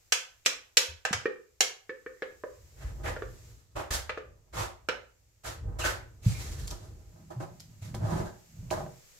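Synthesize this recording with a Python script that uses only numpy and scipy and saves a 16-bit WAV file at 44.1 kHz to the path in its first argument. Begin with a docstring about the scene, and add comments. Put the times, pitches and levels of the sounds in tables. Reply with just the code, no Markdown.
"""A small kitchen, with a pair of microphones close to a steel sieve over a pot; a faint hiss runs throughout.
First come sharp wet smacks: noise bursts, ringing resonances and a hollow note of air. Dull plops mingle with
the smacks and go on among rubs, rustles and squeaks of gloves and jug: friction noise. Last a wooden spatula
knocks on the sieve and presses the puree through the mesh in gritty strokes. Handling and soft blows rumble
through the worktop as low noise and decaying sines."""
import sys
import numpy as np
from scipy import signal
from scipy.fft import rfft, irfft, next_fast_len
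from scipy.io import wavfile
from scipy.ndimage import map_coordinates

SR = 44100
rng = np.random.default_rng(int(sys.argv[2]) if len(sys.argv) > 2 else 0)


def dump_mix(stems):
    """Bounce the given channels to the path in sys.argv[1] as a 16-bit WAV at rate SR."""
    frames = np.atleast_2d(stems).T  # one column per channel
    limited = np.clip(frames, -1, 1)  # hard clip at full scale
    pcm = np.round(limited * 32767).astype(np.int16)
    wavfile.write(sys.argv[1], SR, pcm)


N = 405279  # length in samples

# background hiss over time: start_s [s], level_db [dB]
AIR_LEVEL = [(0, -66.5), (1.597, -71.5), (2.599, -63.5), (3.498, -60.5), (3.702, -73.5), (5.298, -71.5),
             (8.503, -62), (9.19, -58.5)]
# colour of the background hiss: freq_hz [Hz], density_db [dB per Hz, relative]
AIR_SPECTRUM = [(30, -7.5), (250, -29.5), (500, -18), (900, -25.5), (2300, -21.5), (3400, -25.5),
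                (7400, -17.5), (9500, -32), (12300, -24.5), (15500, -30.5)]
# how long the room rings at each frequency: freq_hz [Hz], t60_s [s]
ROOM_DECAY = [(500, 0.41), (3700, 0.33), (9700, 0.26)]
WALL_S, WALL_DB = 0.0064, -5.5  # delay of the wall's echo, and its level over the room's answer
RIGHT_DB = 0.66  # each microphone's share of the lean to the right
TOP_HZ = 15600  # band limit of the recorder

# soft blows on the worktop: start_s [s], level_db [dB], pitch_hz [Hz], t60_s [s]
WORKTOP_BLOWS = [(0.879, -34, 79.8, 0.25), (1.108, -21, 179, 0.024), (1.141, -26, 100.6, 0.12),
                 (2.84, -19.5, 64.5, 0.19), (3.936, -22.5, 66.7, 0.31), (6.261, -4, 103.3, 0.078),
                 (6.264, -22.5, 182, 0.12), (7.355, -23, 121.8, 0.26), (7.812, -26.5, 99, 0.18),
                 (8.009, -17.5, 105.5, 0.25), (8.586, -26.5, 106, 0.11)]
# colour of the worktop's rumble: freq_hz [Hz], density_db [dB per Hz, relative]
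WORKTOP_SPECTRUM = [(20, -25.5), (58, 3), (110, -3), (190, -23.5), (500, -27), (900, -74)]
# resonances of the pot under the sieve: freq_hz [Hz], width_hz [Hz], level_db [dB]
POT_MODES = [(92, 72, 1), (121, 39, -1.4), (156.3, 8, -2)]
GRIP_S = 7.1  # from this time on a hand holds the sieve
# handling rumble over time, before its lumps: start_s [s], level_db [dB]
HANDLING_LEVEL = [(2.0, -74.5), (2.699, -59), (2.98, -38.5), (3.24, -44.5), (3.699, -67), (3.92, -58),
                  (4.84, -57), (5.0, -64), (5.449, -66), (5.68, -36.5), (6.18, -51), (6.48, -45),
                  (7.41, -53.5), (7.78, -57), (8.01, -38), (8.149, -31), (8.451, -64.5), (8.767, -36),
                  (9.1, -76)]
HANDLING_BOWL_DB = -22.5  # its share in the bowl of the sieve
LUMPS_DB = 2.3  # random swing of the rumble

# glove and jug rubs: start_s [s], rise_s [s], level_db [dB of rasp], brightness_db [dB], contact_hz [Hz]
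RUBS = [(2.76, 0.07, -57.5, -3.5, 1700), (3.03, 0.02, -43.5, -7, 1720), (3.752, 0.01316, -45.5, -8.5, 996),
        (3.905, 0.0036, -38, 5, 1751), (4.525, 0.059, -39.5, -3, 1092), (5.433, 0.025, -45.5, 0, 1492),
        (5.785, 0.01, -44, 1.5, 1204), (5.835, 0.02, -37, -3.5, 1540), (7.812, 0.013, -62, 5, 2260)]
RUB_FALL_S = 0.066  # release
RUB_RUMBLE_DB, RUB_BOWL_DB, RUB_HISS_DB = 3, -7, 0.45  # over the rasp, before brightness
# long soft hisses of puree in the mesh: start_s [s], level_db [dB of hiss], contact_hz [Hz]
SEEPS = [(3.26, -71.5, 2084), (6.213, -49, 2411)]
SEEP_RISE_S, SEEP_FALL_S = .06, 0.37
SEEP_RUMBLE_DB, SEEP_BOWL_DB, SEEP_RASP_DB = 10, -27.5, -7.5  # over the hiss
# the spatula presses against the mesh: start_s [s], rise_s [s], level_db [dB of bowl]
PRESSES = [(6.703, 0.013, -48), (6.82, 0.034, -61.5), (7.12, 0.048, -66), (7.301, 0.0066, -52),
           (7.397, 0.0097, -41.5), (7.942, 0.0032, -47), (7.99, 0.12, -41), (8.11, 0.072, -43),
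           (8.245, 0.013, -45), (8.705, 0.011, -33.5), (8.755, 0.027, -44.5)]
PRESS_FALL_S, FALL_PER_RISE = 0.027, 0.43  # a slow push also lets go slowly
PRESS_RUMBLE_DB, PRESS_RASP_DB, PRESS_HISS_DB = -5.5, -19, -13.5  # over the bowl
PRESS_CONTACT_HZ = 1460
# colour of the rasp in the mesh: freq_hz [Hz], density_db [dB per Hz, relative]
RASP_SPECTRUM = [(200, -25), (480, 3.5), (1100, -0.5), (2100, -3.5), (3500, -10), (5500, -35)]
# colour of the hiss in the mesh: freq_hz [Hz], density_db [dB per Hz, relative]
HISS_SPECTRUM = [(2200, -8.5), (4000, -0.5), (7400, 0), (9000, -7.5), (12000, -7), (15000, -16.5)]
# resonances of the bowl of the sieve: freq_hz [Hz], width_hz [Hz], level_db [dB]
BOWL_MODES = [(370.7, 30, 5), (469, 6.7, -1), (610, 110, 2.5), (803, 32, 1), (964, 22, -7),
              (1224, 24, -9.5), (1530, 40, -13.5)]
BOWL_TOP_HZ = 1466  # the wet wood drives little above this
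CATCH_RATE, CATCH_S = 67, 0.023  # the wood catches on the mesh: catches a second, and fading time of each
JUDDER_DB = 1.8  # random swing of the strokes

# brief wet squelches: start_s [s], length_s [s], level_db [dB], mid_pitch_hz [Hz]
SQUELCHES = [(2.15, 0.056, -67, 1900), (8.245, 0.0506, -53, 1565)]
SQUELCH_WIDTH, SQUELCH_GLIDE = 0.097, 0.187  # reach to each side and whole rise, as shares of the pitch
# squeaks of rubbed surfaces: start_s [s], length_s [s], level_db [dB], pitch_hz [Hz]
SQUEAKS = [(5.8, 0.043, -38, 2750), (5.832, 0.051, -31, 1514), (6.3, 0.1, -51, 2274)]
SQUEAK_WIDTH = 0.079  # reach to each side, as a share of the pitch
# the spatula knocks on the sieve: start_s [s], level_db [dB]
KNOCKS = [(7.405, -14.5), (7.946, -14.5), (8.712, -8.5), (8.806, -11.5), (8.864, -16.5)]
# small ticks: start_s [s], level_db [dB before the gains of noise and ring], pitch_hz [Hz]
TICKS = [(0.451, -44, 2523), (6.674, -37.5, 7200), (6.706, -37.5, 5770), (7.599, -44.5, 4960),
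         (7.944, -42.5, 1950), (8.705, -37, 2400)]

# dull plops, dB before the gains of layers and drops:
# start_s [s], level_db [dB], hollow_hz [Hz], ring_hz [Hz], splash_db [dB]
PLOPS = [(1.256, -19.5, 393, 1857, -38), (1.894, -24, 500, 1742, -46), (2.063, -28, 488, 1796, -52.5),
         (2.222, -25, 534, 1670, -39), (2.437, -26, 577, 990, -62), (3.06, -29.5, 486, 1680, -38),
         (3.164, -32.5, 600, 1396, -47), (3.222, -26.5, 510, 1153, -48), (4.094, -31, 613, 1195, -30.5),
         (4.175, -29, 569, 1184, -43)]
# ring over the hollow at this pitch, before the layer gains; higher rings are stronger
PLOP_RING_DB, PLOP_RING_HZ, RING_DB_PER_OCTAVE = -2.5, 1620, 8.5
OVERTONE_RATIO, OVERTONE_DB = 1.28, -11  # second partial of a plop's ring
# sharp wet smacks, dB before the gains of layers and drops:
# start_s [s], crack_db [dB], hollow_db [dB], hollow_hz [Hz], ring_hz [Hz]
SMACKS = [(.122, -18.5, -36.5, 753, 1517), (.460, -20, -33, 552, 2530), (.77, -14.5, -26.5, 534, 2580),
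          (1.051, -32, -36.5, 770, 1580), (1.129, -27, -37, 762, 1590), (1.606, -17.5, -29.5, 760, 2120),
          (4.887, -41, -27.5, 554, 1344)]
SMACK_RING_DB = -25.5  # every smack rings the sieve about equally; before the layer gains
SPRAY_DB, SPRAY_GROWS = -4.5, 1.574  # spray at a crack of 0 dB; dB of spray per dB of crack
LINGER_DB, LINGER_WIDTH_HZ = -22, 5.6  # the faint ring that outlasts a smack, over its crack
DROP_GAIN_DB = 25.0  # common gain of smacks and plops
# resonances of the hollow of the pot: freq_hz [Hz], width_hz [Hz], level_db [dB]
HOLLOW_MODES = [(417, 100, 0.5), (496.8, 57, 5.5)]
# higher ringing resonances: freq_hz [Hz], width_hz [Hz], level_db [dB]
RING_MODES = [(1190, 320, -5.5), (1364, 74, 2.5), (1440, 260, -0.5), (1780, 240, 9.5), (2280, 85, -10.5)]
# resonances of the wire sieve: freq_hz [Hz], width_hz [Hz], level_db [dB]
WIRE_MODES = [(2390, 65, -4.5), (3148, 27, -2.5), (4000, 110, -1), (5657, 89, 1), (7520, 510, -7.5)]
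# colour of a smack's crack: freq_hz [Hz], density_db [dB per Hz, relative]
CRACK_SPECTRUM = [(300, -38), (850, -18.5), (2000, -4), (3000, -0.5), (4100, -7), (5600, -0.5),
                  (7100, -3.5), (12000, -36)]
# colour of a smack's spray: freq_hz [Hz], density_db [dB per Hz, relative]
SPRAY_SPECTRUM = [(5000, -45), (8500, -6.5), (12000, -6.5), (15000, -18.5)]
# colour of the splash of smacks and plops: freq_hz [Hz], density_db [dB per Hz, relative]
SPLASH_SPECTRUM = [(250, -10), (1400, 8.5), (2500, 7), (3500, -2.5), (6000, -12.5), (15000, -41.5)]
POT_AIR_HZ, POT_AIR_T60_S, POT_AIR_RISE_S = 505.5, 0.29, 0.016  # the note of the air in the pot
AIR_SAG = .06  # the note starts higher by this share and sinks onto its pitch
SMACK_AIR_DB, PLOP_AIR_DB = -9, -13  # its level over hollow_db of a smack and level_db of a plop


def amp(db):
    """Decibels to gain."""
    return 10 ** (np.asarray(db) / 20)


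def unit(x):
    """x at rms 1."""
    return x / np.sqrt(np.mean(x ** 2) + 1e-20)


def unit_energy(x):
    """Each channel of x with energy 1."""
    return x / np.linalg.norm(x, axis=-1, keepdims=True)


def along(points, hz):
    """(Hz, value) points read on a log frequency axis."""
    freq, value = np.transpose(points)
    return np.interp(np.log(hz + 1), np.log(freq + 1), value)


def over_time(points):
    """(s, value) points joined by straight lines, one value a sample."""
    return np.interp(np.arange(N) / SR, *np.transpose(points))


def wobble(rate):
    """A smooth random curve, rate knots a second."""
    knots = rng.standard_normal(int(N * rate / SR) + 4)
    return map_coordinates(knots, [np.arange(N) * rate / SR])


def filtered(x, response):
    """x times a response of frequency."""
    n = x.shape[-1]
    m = next_fast_len(n + 8192)  # padding keeps the filter's ring from wrapping round
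    return irfft(rfft(x, m) * response(np.fft.rfftfreq(m, 1 / SR)), m)[..., :n]


def coloured(x, spectrum):
    """x with a (Hz, dB) spectrum, at rms 1."""
    return unit(filtered(x, lambda hz: amp(along(spectrum, hz))))


def resonate(x, modes):
    """x through a bank of damped resonances, with dark valleys between them."""
    def bank(f):
        return sum(amp(db) * 1j * f * width / (centre ** 2 - f * f + 1j * f * width)
                   for centre, width, db in modes)
    return filtered(x, bank)


def muffled(x, top_hz):
    """x through a soft contact, which carries little treble."""
    return filtered(x, lambda hz: 1 / (1 + 1j * hz / top_hz - (hz / top_hz) ** 2))


def add(track, s, sound):
    """Mix a sound into the track at time s."""
    part = track[..., round(s * SR):][..., :sound.shape[-1]]
    part += sound[..., :part.shape[-1]]


def kitchen(x, wet_db):
    """x, the echo of the wall by the hob and a room answer unlike at each microphone; treble dies first."""
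    hz, t, bins = signal.stft(rng.standard_normal((2, SR // 2)), SR, nperseg=256)
    decay = amp(-60 * t / along(ROOM_DECAY, hz)[:, None])
    tail = unit_energy(signal.istft(bins * decay, SR, nperseg=256)[1])
    tail[:, round(WALL_S * SR)] += amp(WALL_DB)
    answer = signal.fftconvolve(np.atleast_2d(x), unit_energy(tail), axes=1)
    return x + amp(wet_db) * answer[:, :x.shape[-1]]


def air():
    """A faint background hiss of changing level, with one quick drop."""
    return amp(over_time(AIR_LEVEL)) * coloured(rng.standard_normal((2, N)), AIR_SPECTRUM)


def worktop(rumble_gain):
    """Lumpy low rumble and soft blows, decaying sines, reach both microphones alike before the room answers."""
    # once a hand holds the sieve down on the pot, the strokes boom in the pot's higher resonances
    held = np.clip(10 * (np.arange(N) / SR - GRIP_S), 0, 1)
    boom = unit(muffled(resonate(rng.standard_normal(N), POT_MODES), top_hz=171))
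    deep = coloured(rng.standard_normal(N), WORKTOP_SPECTRUM)
    out = amp(LUMPS_DB * wobble(11)) * rumble_gain * (held * boom + (1 - held) * deep)
    t, drift = np.arange(SR // 2) / SR, wobble(35)
    for s, db, hz, t60 in WORKTOP_BLOWS:
        swell = 1 - np.exp(-(t / (0.072 * t60)) ** 2)
        # the loose supports blur the pitch as the blow dies away
        blur = 3 * t / t60 * drift[round(s * SR):][:len(t)]
        add(out, s, amp(db - 60 * t / t60) * swell * np.sin(2 * np.pi * hz * t + blur))
    return kitchen(out, wet_db=-10.5)


def movements():
    """Rubs, presses and seeps by time: (s, rise s, fall s, contact Hz, dB of rumble, bowl, rasp and hiss)."""
    rows = []
    for s, rise, db, bright_db, hz in RUBS:
        layers_db = np.array([RUB_RUMBLE_DB, RUB_BOWL_DB - bright_db, 0, RUB_HISS_DB + bright_db])
        rows.append((s, rise, RUB_FALL_S, hz, db + layers_db))
    for s, rise, db in PRESSES:
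        layers_db = np.array([PRESS_RUMBLE_DB, 0, PRESS_RASP_DB, PRESS_HISS_DB])
        rows.append((s, rise, PRESS_FALL_S + FALL_PER_RISE * rise, PRESS_CONTACT_HZ, db + layers_db))
    for s, db, hz in SEEPS:
        layers_db = np.array([SEEP_RUMBLE_DB, SEEP_BOWL_DB, SEEP_RASP_DB, 0])
        rows.append((s, SEEP_RISE_S, SEEP_FALL_S, hz, db + layers_db))
    return sorted(rows, key=lambda row: row[0])


def pressure():
    """Gains of rumble, bowl, rasp and hiss: each stroke builds up, then eases off, over the handling."""
    gains, t = np.zeros((4, N)), np.arange(SR) / SR
    gains[:2] = amp([[0], [HANDLING_BOWL_DB]]) * amp(over_time(HANDLING_LEVEL))
    for s, rise, fall, _, levels_db in movements():
        push = np.minimum(t / rise, 1) * np.exp(-(np.maximum(t - rise, 0) / fall) ** 2)
        add(gains, s, amp(levels_db)[:, None] * push)
    return gains


def grit(rate, grain_share):
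    """Friction: a smooth rush plus many tiny slips of uneven size, rate slips a second."""
    slips = (rng.random(N) < rate / SR) * rng.standard_normal((2, N))
    rush = rng.standard_normal((2, N))
    return np.sqrt(1 - grain_share) * rush + np.sqrt(grain_share) * unit(slips)


def catches():
    """Stick and slip: a gain of rms 1 that jumps at each catch and sinks back to an even drag."""
    jumps = (rng.random(N) < CATCH_RATE / SR) * (.5 + rng.random(N))
    fading = signal.lfilter([1], [1, -np.exp(-1 / (CATCH_S * SR))], jumps)
    return unit(1 + unit(fading))


def gliding_resonance(width_hz):
    """Narrow noise of rms 1 whose centre glides from one stroke's point of contact to the next."""
    centre = over_time([(s + rise, hz) for s, rise, _, hz, _ in movements()])
    slow = filtered(rng.standard_normal((2, N)), lambda hz: 1 / (1 + (hz / width_hz) ** 2))
    return unit(slow * np.cos(2 * np.pi * np.cumsum(centre) / SR))


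def strokes(bowl_gain, rasp_gain, hiss_gain):
    """Wet rubbing sounds the bowl of the sieve, rasps and hisses in the mesh; the grip is never even."""
    drag = catches() * grit(rate=400, grain_share=0.46)
    bowl = bowl_gain * unit(muffled(resonate(drag, BOWL_MODES), BOWL_TOP_HZ))
    rough = coloured(grit(rate=180, grain_share=0.065), RASP_SPECTRUM)
    rasp = rasp_gain * (rough + amp(-1.0) * gliding_resonance(width_hz=380))
    hiss = hiss_gain * coloured(grit(rate=1300, grain_share=0.31), HISS_SPECTRUM)
    unevenness = amp(JUDDER_DB * wobble(55))
    return kitchen((bowl + rasp + hiss) * unevenness, wet_db=0.0)


def narrow_tones(rows, width, glide):
    """Narrow noises that swell and stop; width (to each side) and glide are shares of the pitch."""
    out = np.zeros(N)
    for s, length, db, hz in rows:
        progress = np.minimum(np.arange(SR // 2) / SR / length, 1)
        noise = rng.standard_normal(len(progress))
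        flutter = unit(filtered(noise, lambda f: 1 / (1 + (f / (width * hz)) ** 4)))
        pitch = hz * (1 + glide * (progress - .5))
        tone = np.sin(2 * np.pi * np.cumsum(pitch) / SR)
        add(out, s, amp(db) * np.sin(np.pi * progress) * flutter * tone)
    return out


def squelches():
    """Puree squeezes through small gaps with a rising note; rubbed surfaces squeak on one pitch."""
    wet = narrow_tones(SQUELCHES, SQUELCH_WIDTH, SQUELCH_GLIDE)
    squeaks = narrow_tones(SQUEAKS, SQUEAK_WIDTH, glide=0)
    return kitchen(wet + squeaks, wet_db=3.5)


def burst(spectrum, rise, t60):
    """A wet film bursts: a short stereo noise of energy 1 in each channel; rise and t60 in seconds."""
    t = np.arange(SR // 2) / SR
    envelope = np.minimum(t / rise, 1) ** 2 * amp(-60 * np.maximum(t - rise, 0) / t60)
    return unit_energy(envelope * coloured(rng.standard_normal((2, len(t))), spectrum))


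def struck(modes):
    """One blow of energy 1 on modes of slightly new strength; neighbours swing in opposite directions."""
    blow = signal.unit_impulse(SR // 2)
    out = np.zeros(SR // 2)
    for k, mode in enumerate(modes):
        strength = amp(1.5 * rng.standard_normal())
        out += (-1) ** k * strength * resonate(blow, [mode])
    return unit_energy(out)


def knocks():
    """The spatula bumps the bowl of the sieve and rings it briefly."""
    out = np.zeros(N)
    for s, db in KNOCKS:
        add(out, s, amp(db) * muffled(struck(BOWL_MODES), BOWL_TOP_HZ))
    return kitchen(out, wet_db=-6.0)


def ticks():
    """Light flicks against the wires of the mesh, each with a pitch of its own."""
    out = np.zeros((2, N))
    for s, db, hz in TICKS:
        noise = amp(db + 21.5) * burst(HISS_SPECTRUM, rise=0.0053, t60=0.017)
        ring = amp(db + 16) * struck([(hz, 450, 0)])
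        add(out, s, kitchen(noise + ring, wet_db=-1.5))
    return out


def pot_air():
    """The air in the pot swells into one note, sinks a little and rings on; energy 1."""
    t = np.arange(SR) / SR
    decay = amp(-60 * t / POT_AIR_T60_S)
    hz = POT_AIR_HZ * (1 + AIR_SAG * decay)
    phase = 2 * np.pi * np.cumsum(hz) / SR + np.pi / 4 * wobble(40)[:SR]
    return unit_energy((1 - np.exp(-t / POT_AIR_RISE_S)) * decay * np.sin(phase))


def plops():
    """Softer drops mostly sound the hollow and the air in the pot, with a short higher ring."""
    out = np.zeros((2, N))
    for s, db, hollow_hz, ring_hz, splash_db in PLOPS:
        ring_db = db + PLOP_RING_DB + RING_DB_PER_OCTAVE * np.log2(ring_hz / PLOP_RING_HZ)
        hollow = amp(db - 10) * struck([(hollow_hz, 50, 0)]) + amp(db - 7) * struck(HOLLOW_MODES)
        partials = [(ring_hz, 45, 0), (OVERTONE_RATIO * ring_hz, 70, OVERTONE_DB)]
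        ring = amp(ring_db - 10) * struck(partials) + amp(ring_db - 11) * struck(RING_MODES)
        body = muffled(hollow + ring, top_hz=2270)
        splash = amp(splash_db) * burst(SPLASH_SPECTRUM, rise=0.00022, t60=0.067)
        add(out, s, kitchen(body + splash, wet_db=-2.5))
        add(out, s, amp(db + PLOP_AIR_DB) * pot_air())
    return amp(DROP_GAIN_DB) * out


def smacks():
    """Sharp wet smacks: bright crack and spray, ringing wires, a note of trapped air and a hollow resonance."""
    out = np.zeros((2, N))
    for s, crack_db, hollow_db, hollow_hz, ring_hz in SMACKS:
        hollow = amp(hollow_db - 3.5) * struck([(hollow_hz, 70, 0)])
        hollow += amp(hollow_db - 4.5) * struck(HOLLOW_MODES)
        ring = amp(SMACK_RING_DB - 6.0) * struck([(ring_hz, 75, 0)])
        ring += amp(SMACK_RING_DB - 12.5) * struck(RING_MODES)
        linger = amp(LINGER_DB + crack_db) * struck([(ring_hz, LINGER_WIDTH_HZ, 0)])
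        wire = amp(crack_db - 8.5) * struck(WIRE_MODES)
        splash = amp(SMACK_RING_DB - 1.5) * burst(SPLASH_SPECTRUM, rise=0.0012, t60=0.046)
        crack = amp(crack_db) * burst(CRACK_SPECTRUM, rise=0.0022, t60=0.037)
        spray = amp(SPRAY_DB + SPRAY_GROWS * crack_db) * burst(SPRAY_SPECTRUM, rise=0.0013, t60=0.073)
        impact = hollow + ring + wire + splash + crack + spray
        add(out, s, kitchen(impact, wet_db=-1.5) + linger)
        add(out, s, amp(hollow_db + SMACK_AIR_DB) * pot_air())
    return amp(DROP_GAIN_DB) * out


def scene():
    """Sieve and worktop lie slightly to the right; the background hiss is not shifted."""
    rumble_gain, bowl_gain, rasp_gain, hiss_gain = pressure()
    drops = smacks() + plops()
    spatula_and_hands = ticks() + knocks() + squelches() + strokes(bowl_gain, rasp_gain, hiss_gain)
    near = drops + spatula_and_hands + worktop(rumble_gain)
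    return near * amp([[-RIGHT_DB], [RIGHT_DB]]) + air()


def record(dry):
    """The recorder cuts off steeply above its band limit."""
    return filtered(dry, lambda hz: 1 / np.sqrt(1 + (hz / TOP_HZ) ** 120))


dry = scene()
out = record(dry)
dump_mix(out)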